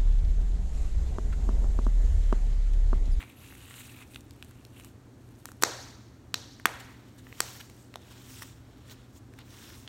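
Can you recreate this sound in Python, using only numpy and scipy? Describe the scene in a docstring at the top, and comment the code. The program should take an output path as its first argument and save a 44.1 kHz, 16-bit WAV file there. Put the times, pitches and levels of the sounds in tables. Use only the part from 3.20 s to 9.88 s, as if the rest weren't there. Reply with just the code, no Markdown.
"""A gloved hand rubs and creaks close to the microphone, over a low mains hum and a rush of room air.
Its cuff snaps back on the wrist four times, and rubber slides over skin and table from 3.6 s.
Friction is stick-slip clicks ringing folds of rubber, plus filtered noise; popping folds are short rings.
A snap is one click filtered into thud, slap, crack, ring and sizzle, its film parts scattered in time.
Single early echoes and a dense decaying tail place the gloves in a small, fairly live room."""
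import sys
import numpy as np
from scipy import signal
from scipy.fft import rfft, irfft, next_fast_len
from scipy.io import wavfile

SR = 44100
rng = np.random.default_rng(int(sys.argv[2]) if len(sys.argv) > 2 else 0)


def master_out(mix):
    """Clip the mix to full scale and print it as 16-bit PCM to the path in sys.argv[1]."""
    frames = np.transpose(np.atleast_2d(mix))
    ceiling = np.clip(frames, -1, 1)
    pcm = np.round(ceiling * 32767).astype(np.int16)
    wavfile.write(sys.argv[1], SR, pcm)


N = 294588
TIME = np.arange(N) / SR

# Spectral shape of the room air. Each row: frequency in Hz, relative density in dB per Hz.
AIR_SPECTRUM = [(25, -18), (42, -3.5), (70, 0.5), (100, 3.5), (155, -9), (260, -2), (370, -9.5), (520, -16),
                (1000, -22), (1600, -24.5), (2600, -32), (7000, -34.5), (16000, -45.5)]
AIR_DB = -52.5  # rms
# Mains hum and a weaker tone above it. 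Each row: frequency in Hz, level in dB rms before it wavers.
HUM_TONES = [(120, -57), (259.4, -67)]

# Reverberant energy. Each row: frequency in Hz, level in dB against the sound fed to the room.
ROOM_SPECTRUM = [(150, -16.5), (360, -8), (500, -10), (720, -10), (1200, -18), (2050, -14.5), (3000, -15.5),
                 (5000, -9.5), (8000, -14.5), (10500, -17.5), (16000, -23.5)]
# Reverberation time. Each row: frequency in Hz, time to fall by 60 dB in seconds.
ROOM_DECAY = [(200, 0.31), (1000, 0.84), (2500, 0.96), (5500, 0.85), (8000, 0.73), (15000, 1)]
# Echoes from the table, the arm and the nearest walls.
# Each row: delay in seconds, level in dB, low-pass corner in Hz.
EARLY_ECHOES = [(.0027, -23.5, 3500), (.0043, -19.5, 2650), (0.013, -22, 12000), (.0185, -35, 9000),
                (.035, -27, 6250)]

# Spectral shape of friction on taut rubber. Each row: frequency in Hz, relative density in dB per Hz.
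TAUT_SPECTRUM = [(600, 0.5), (1100, 10.5), (1700, 7.5), (2500, 9), (3000, 6.5), (3900, 2.5), (5200, -27),
                 (7000, -19), (12000, -17.5), (16000, -25.5)]
# Spectral shape of the friction of rubber sliding over skin and table.
# Each row: frequency in Hz, relative density in dB per Hz.
SLIDING_SPECTRUM = [(500, -14), (900, 9), (2200, 4.5), (3700, 6), (4900, 2), (6800, 0.5), (10500, -4.5),
                    (14500, -5), (16000, -3.5)]
# Fingers rubbing and stretching the taut, worn glove. Each row: moment of greatest speed in seconds,
# rise in seconds, fall in seconds, creak level in dB, hiss level in dB, hiss pitch in Hz.
WORN_GLOVE_STROKES = [(0.015, 0.032, 0.028, -45, -54.5, 9000), (0.11, 0.073, 0.039, -59.5, -61.5, 10000),
                      (0.25, 0.088, 0.17, -59.5, -56, 11500), (0.47, 0.26, 0.21, -59, -64, 9100),
                      (0.58, 0.14, 0.18, -55.5, -52, 8500), (0.822, 0.15, 0.019, -54.5, -59, 8500),
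                      (0.945, 0.066, 0.051, -65, -57.5, 9900), (1.3, 0.26, 0.28, -69, -70.5, 8500),
                      (1.6, 0.066, 0.046, -59, -60, 9050), (1.652, 0.032, 0.05, -64, -60.5, 7650),
                      (2.12, 0.12, 0.3, -76.5, -71.5, 11000), (2.285, 0.028, .035, -68, -60, 7000),
                      (2.417, 0.0028, 0.0092, -57.5, -47.5, 7700)]
# Rubber sliding over skin and table. Each row: moment of greatest speed in seconds,
# rise in seconds, fall in seconds, creak level in dB, hiss level in dB, hiss pitch in Hz.
SLIDING_STROKES = [(3.604, 0.0066, 0.01, -48, -51, 8000), (3.75, 0.11, 0.53, -68.5, -70, 13000),
                   (3.99, 0.014, 0.018, -60.5, -61, 7750), (4.29, 0.18, 0.13, -52, -51.5, 13000),
                   (4.408, 0.0084, 0.0065, -42.5, -49.5, 8040), (4.6, 0.13, 0.091, -66.5, -63.5, 7960),
                   (4.92, 0.14, 0.22, -58, -61.5, 8100), (5.135, 0.082, 0.13, -59, -51.5, 9200),
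                   (5.235, 0.2, 0.11, -57, -56.5, 6600), (5.229, 0.011, 0.0071, -51, -43.5, 14000),
                   (5.72, 0.044, 0.025, -53.5, -55, 14300), (5.79, 0.48, 0.13, -64.5, -71, 6240),
                   (5.98, 0.048, 0.0088, -67, -58, 7750), (6.195, 0.015, 0.029, -54, -74, 5000),
                   (6.42, 0.17, 0.25, -55, -56, 5740), (6.6, 0.29, 0.04, -74, -60, 6100)]
# A stroke is this much quieter at the ends of its rise and fall, along a curve of this power.
STROKE_FADE_DB, STROKE_CURVE = 10.5, 1.42
# Ring of the film under the fingers, higher where it is pulled tighter.
# Each row: time in seconds, frequency in Hz.
FILM_RING = [(0.02, 2250), (0.13, 2560), (0.56, 2960), (0.8, 2346), (1.3, 2780), (4.9, 3116), (6.45, 3440)]

# Folds popping and fingertips catching or letting go. Each row: time in seconds, level in dB
# before the gains of the parts, pitch in Hz, treble in dB before its own gain.
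FOLD_TICKS = [(0.027, -27, 2100, -22), (0.036, -33.5, 1400, -12), (0.303, -39, 1930, -25),
              (0.3237, -35.5, 1650, -21), (0.351, -37, 2200, -22), (0.509, -32.5, 1960, -20),
              (0.54, -32, 2820, -18), (0.605, -34, 2150, -20), (0.822, -37, 2360, -20),
              (0.945, -35, 3630, -12), (0.959, -23.5, 3000, -15), (1.007, -42, 6100, -5),
              (1.108, -40, 4660, -1), (1.225, -26.5, 2860, -10), (1.246, -49, 2400, 7.5),
              (1.31, -43, 1540, -2), (1.45, -36.5, 3950, -4.5), (1.598, -35, 2310, -4),
              (1.646, -36.5, 1500, 2), (2.255, -25.5, 1520, 1.5), (2.288, -30, 1450, -23),
              (2.317, -34.5, 1400, -2), (3.398, -32.5, 1820, -11), (4.068, -33, 1830, -28),
              (4.126, -28.5, 2070, -35), (4.498, -36.5, 2070, -5), (4.74, -28, 2670, -18),
              (4.7568, -21.5, 950, -12), (4.7567, -27.5, 3700, -24), (5.221, -24, 1780, -11),
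              (5.233, -35, 1700, -11), (5.697, -36, 3780, -16), (6.137, -40.5, 1900, -8),
              (6.188, -34, 2000, -6), (6.5015, -37.5, 2920, -20), (6.676, -27, 3400, -30)]
TICK_RING_S = 0.00052  # time for a fold's ring to fall to 1/e

# Cuff hitting the wrist; the first two rows are one double snap. Each row: start in seconds,
# thud in dB, thud in Hz, slap in dB, slap in Hz, crack in dB, crack in Hz, ring in dB, ring in Hz,
# sizzle in dB, flutter in seconds, room feed in dB. Levels are gains on a one-sample click.
CUFF_SNAPS = [(2.4236, 5, 383, 5, 1400, -1.5, 5330, 2, 4400, -0.5, 0.00066, 4),
              (2.4351, 17, 426, 20.5, 1400, 13.5, 6310, 4, 4180, 1.5, 0.00072, 2.5),
              (3.1419, 2, 323, 5, 1500, 5, 5500, 10.5, 3960, -7, 0.00056, 3.5),
              (3.4558, 12.5, 340, 21.5, 1585, 7, 2400, 15.5, 3360, 3, 0.00091, 0),
              (4.2041, 6.5, 454, 10.5, 1480, 6.5, 8000, 8, 4450, 0, 0.00053, 1)]
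# Ring of the stretched cuff. Each row: frequency in Hz, level in dB.
CUFF_RESONANCES = [(1230, -6.5), (1520, -6.5), (1900, -7.5), (2550, -5.5), (5650, -7), (7800, 4)]
CUFF_Q, CUFF_DEAD_DB = 15, -2.5  # sharpness of those modes; level of the part that does not ring
# The pinched strip rings at a pitch set by the pull: its sharpness, and its level into the room.
RING_Q, RING_ROOM_DB = 15, -6.5

# Broad dips in the microphone's response. Each row: frequency in Hz, width in Hz, depth from 0 to 1.
MICROPHONE_DIPS = [(4965, 380, 0.44), (10400, 1420, 0.4)]
CUTOFF_HZ = 15800


def from_db(db):
    """Decibels to amplitude ratio."""
    return 10 ** (np.asarray(db) / 20)


def rms_one(x):
    """Scale to unit mean power."""
    return x / np.sqrt(np.mean(x ** 2) + 1e-20)


def at_hz(points, hz):
    """Interpolate a table on a logarithmic frequency axis."""
    known_hz, values = np.transpose(points)
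    return np.interp(np.log(np.maximum(hz, 1)), np.log(known_hz), values)


def colour(x, spectrum):
    """Linear filtering: multiply the spectrum by a smooth gain curve."""
    size = next_fast_len(len(x))
    gain = from_db(at_hz(spectrum, np.fft.rfftfreq(size, 1 / SR)))
    return irfft(rfft(x, size) * gain, size)[:len(x)]


def cut(x, hz, kind, order=2):
    """Butterworth filter, maximally flat in its passband."""
    corners = np.clip(hz, 10, .45 * SR)
    return signal.sosfilt(signal.butter(order, corners, kind, fs=SR, output="sos"), x)


def resonate(x, hz, q):
    """Second-order resonance with unit gain at its peak."""
    top = .4 * SR
    return signal.lfilter(*signal.iirpeak(min(hz, top), max(q, hz / top), fs=SR), x)


def drift(rate):
    """Slow random modulation: unit-power noise interpolated between `rate` knots per second."""
    knots = rng.standard_normal(4000)
    return rms_one(np.interp(TIME * rate, np.arange(len(knots)), knots))


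def add(track, s, sound):
    """Superposition: lay a sound into a track at s seconds."""
    start = max(round(s * SR), 0)
    track[start:start + len(sound)] += sound[:N - start]


def background():
    """Stationary noise: a low rush of room air and steady tones wavering slightly in level and phase."""
    sound = from_db(AIR_DB) * rms_one(colour(rng.standard_normal(N), AIR_SPECTRUM))
    for hz, db in HUM_TONES:
        level = from_db(db + 0.43 * drift(7.0)) * np.sqrt(2)
        sound += level * np.sin(2 * np.pi * hz * TIME + 0.19 * drift(2.55))
    return sound


def room(x, first_echo_s):
    """Reverberation: dense echoes gather after a short gap, arrive unevenly and decay band by band."""
    t, response = TIME[:SR], np.zeros(SR)
    edges = np.geomspace(110, 18000, 17)
    white = rng.standard_normal((2, SR))  # neighbouring bands use independent noise
    arrival = np.clip(t / first_echo_s - 1 / 2, 0, 1)  # half strength at first_echo_s
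    for k, (low, high) in enumerate(zip(edges, edges[1:])):
        hz = np.sqrt(low * high)
        decay = np.exp(-np.log(1000) * t / at_hz(ROOM_DECAY, hz))
        tail = cut(white[k % 2], [low, high], "band") * arrival * decay
        tail = rms_one(tail * from_db(1.8 * drift(120)[:SR]))
        # energy in proportion to bandwidth, so that the table sets the level
        response += tail * np.sqrt(2 * (high - low)) / SR * from_db(at_hz(ROOM_SPECTRUM, hz))
    return signal.fftconvolve(x, response)[:N]


def early_echoes(x):
    """Specular reflection: nearby surfaces each send back one duller copy."""
    out = np.zeros(N)
    for delay, db, dull_hz in EARLY_ECHOES:
        add(out, delay, from_db(db) * cut(x, dull_hz, "low", order=1))
    return out


def movement(strokes):
    """Strokes swell, fade and add by power; returns creak gain, hiss gain and power-weighted hiss pitch."""
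    t = TIME[::20]
    creak_power, hiss_power, weighted_hz = 0, 0, 0
    for s, rise, fall, creak_db, hiss_db, hz in strokes:
        away = np.maximum((s - t) / rise, (t - s) / fall)
        speed = from_db(-STROKE_FADE_DB * abs(away) ** STROKE_CURVE) + 1e-9
        power = (speed * from_db(hiss_db)) ** 2
        creak_power = creak_power + (speed * from_db(creak_db)) ** 2
        hiss_power = hiss_power + power
        weighted_hz = weighted_hz + power * hz
    controls = np.sqrt(creak_power), np.sqrt(hiss_power), weighted_hz / hiss_power
    return [np.interp(TIME, t, control) for control in controls]


def slips(per_s, spread_db):
    """Stick-slip: bunches of tiny clicks of uneven size and random sign."""
    born = rng.random(N) < per_s * from_db(3.5 * drift(60)) / SR
    sizes = from_db(spread_db * np.minimum(rng.exponential(1, N), 3.5))
    return rms_one(born * sizes * rng.choice([-1, 1], N))


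def folds(clicks, low_hz, high_hz, q, count):
    """Impulse excitation: each slip rings one of several folds, each with its own pitch."""
    dealt = rng.integers(0, count, N)
    pitches = np.geomspace(low_hz, high_hz, count)
    # the tiny offset keeps the filters clear of vanishingly small numbers
    return rms_one(sum(resonate(clicks * (dealt == k) + 1e-18, hz, q) for k, hz in enumerate(pitches)))


def sing(x, hz, width_hz):
    """Moving resonance: shift the gliding pitch to zero, low-pass, shift back; unit power."""
    turn = np.exp(2j * np.pi * np.cumsum(hz) / SR)
    r = np.exp(-np.pi * width_hz / SR)
    return rms_one((turn * signal.lfilter([1 - r], [1, -r], x / turn)).real)


def tuned_hiss(noise, centre, peak_db, width_octaves):
    """Broadband friction noise in the treble, lifted around the pitch of the stretched film."""
    edges = np.geomspace(4800, 17000, 9)
    out, power = 0, 0
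    for k, (low, high) in enumerate(zip(edges, edges[1:])):
        band = cut(noise[k % 2], [low, high], "band")
        octaves_off = np.log2(np.sqrt(low * high) / centre)
        gain = from_db(peak_db * np.exp(-(octaves_off / width_octaves) ** 2))
        flicker = from_db(1.7 * drift(22))  # the contact patch keeps changing
        out = out + gain * flicker * band
        power = power + gain ** 2 * np.mean(band ** 2)
    return out / np.sqrt(power)


def rub(strokes, spectrum, slip_share, slips_per_s, slip_spread_db, crackle_db, crackle_follows, sing_db):
    """Dry friction: rubber catches and slips (creak), its film rings, its texture slides and crackles (hiss)."""
    creak_gain, hiss_gain, hiss_hz = movement(strokes)
    grip = from_db(1.7 * drift(110))
    texture = [colour(white * grip, spectrum) for white in rng.standard_normal((2, N))]

    catches = slips(slips_per_s, slip_spread_db)
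    catching = folds(catches, low_hz=1400, high_hz=4420, q=4.9, count=12)
    slipping = rms_one(colour(catching, spectrum))
    smooth = rms_one(cut(texture[1], 5500, "low", order=4))
    creak = np.sqrt(slip_share) * slipping + np.sqrt(1 - slip_share) * smooth
    film_hz = np.interp(TIME, *np.transpose(FILM_RING))
    creak = rms_one(creak + from_db(sing_db) * sing(creak, film_hz, width_hz=330))

    hiss = tuned_hiss(texture, hiss_hz, peak_db=3.0, width_octaves=0.22)
    # crackle gain grows more slowly than hiss gain: crackles stand out in slow movement, merge in fast
    crackle = folds(slips(per_s=380, spread_db=5.0), low_hz=4530, high_hz=13000, q=4.5, count=8)
    crackle_gain = from_db(crackle_db) * hiss_gain ** crackle_follows
    return creak_gain * creak + hiss_gain * hiss + crackle_gain * crackle


def swell(t, decay):
    """Critically damped envelope: peaks at 1 after one decay time, then dies."""
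    return t / decay * np.exp(1 - t / decay)


def damped(t, hz):
    """Heavily damped oscillation: rubber on flesh swings only a cycle or two."""
    return np.sin(2 * np.pi * hz * t) * np.exp(-t / TICK_RING_S)


def flutter(t, decay):
    """Phase scattering: film slaps down patch by patch, one click's flat spectrum spread in time."""
    scatter = np.angle(rfft(rng.standard_normal(len(t)) * swell(t, decay)))
    return irfft(np.exp(1j * scatter), len(t)) * np.exp(-(t / (10 * decay)) ** 2)


def fold_ticks():
    """Sudden release of a small fold: a very short ring, a dry crinkle near its pitch, a spit of treble."""
    out, t = np.zeros(N), TIME[:SR // 40]
    for s, level_db, hz, treble_db in FOLD_TICKS:
        ring = cut(damped(t, hz), 370, "high")
        crinkle = cut(flutter(t, decay=0.00062), [hz / 2.1, hz * 1.36], "band")
        spit = cut(flutter(t, decay=0.00041), [4600, 13000], "band")
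        tick = from_db(-2.0) * ring + from_db(12.5) * crinkle + from_db(treble_db + 13.0) * spit
        add(out, s + 0.00058, from_db(level_db) * tick)
    return out


def crack(push, hz):
    """Broad resonance: the taut film answers over about an octave."""
    return cut(cut(push, [hz / 1.86, hz * 1.15], "band"), 9100, "low", order=6)


def cuff(push):
    """Modal response: heard from close by, the stretched cuff rings briefly in a few broad modes."""
    ringing = sum(from_db(db) * resonate(push, hz, CUFF_Q) for hz, db in CUFF_RESONANCES)
    return from_db(CUFF_DEAD_DB) * push + ringing


def snaps():
    """Impact: thud of the arm, slap of trapped air, crack, ring and sizzle of film; direct and room feed."""
    direct, feed, t = np.zeros(N), np.zeros(N), TIME[:SR // 16]
    click = 1. * (t == 0)
    for (s, thud_db, thud_hz, slap_db, slap_hz, crack_db, crack_hz,
         ring_db, ring_hz, sizzle_db, decay, room_db) in CUFF_SNAPS:
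        thud = from_db(thud_db) * cut(click, [thud_hz / 1.5, thud_hz * 1.52], "band")
        slap = from_db(slap_db) * cut(click, [slap_hz / 2.0, slap_hz * 1.314], "band")
        film = from_db(crack_db) * crack(click, crack_hz)
        sizzle = from_db(sizzle_db) * cut(click, [3000, 14500], "band")
        ring = from_db(ring_db) * resonate(click, ring_hz, RING_Q)
        add(direct, s, thud)
        add(direct, s + 0.00027, cuff(slap))
        for part in (cuff(film) + ring, sizzle):
            add(direct, s, signal.fftconvolve(part, flutter(t, decay)))
        # the walls gather sound from all sides of the wrist, so the parts add by power
        parts = (thud, slap, film, sizzle, from_db(RING_ROOM_DB) * ring)
        radiated = np.sqrt(sum(abs(rfft(part)) ** 2 for part in parts))
        # a zero-phase pulse, centred on the snap
        add(feed, s - t[-1] / 2, from_db(room_db) * np.fft.fftshift(irfft(radiated)))
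    return direct, feed


def scene():
    """Superposition of direct sound, early echoes, reverberation and background."""
    worn = rub(WORN_GLOVE_STROKES, TAUT_SPECTRUM, slip_share=0.62, slips_per_s=620, slip_spread_db=3.5,
               crackle_db=-36, crackle_follows=0.51, sing_db=-7.0)
    sliding = rub(SLIDING_STROKES, SLIDING_SPECTRUM, slip_share=0.5, slips_per_s=700, slip_spread_db=3.0,
                  crackle_db=-19.5, crackle_follows=0.85, sing_db=-22)
    handling = worn + sliding + fold_ticks()
    snap, snap_feed = snaps()
    near = snap + handling
    echoes = room(snap_feed + from_db(-3.5) * handling, first_echo_s=0.0093)
    return (near + early_echoes(near) + echoes + background())[None]


def record(dry):
    """Transducer response: deep bass drops, treble dips, peaks round off by saturation, the top is cut."""
    sound = cut(dry, 28, "high")
    for hz, width_hz, depth in MICROPHONE_DIPS:
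        sound = sound - depth * resonate(sound, hz, hz / width_hz)
    rounded = 1.1 * np.tanh(sound / 1.1)
    low_pass = signal.ellip(10, .1, 85, CUTOFF_HZ, fs=SR, output="sos")
    return signal.sosfilt(low_pass, rounded)


dry = scene()
out = record(dry)
master_out(out)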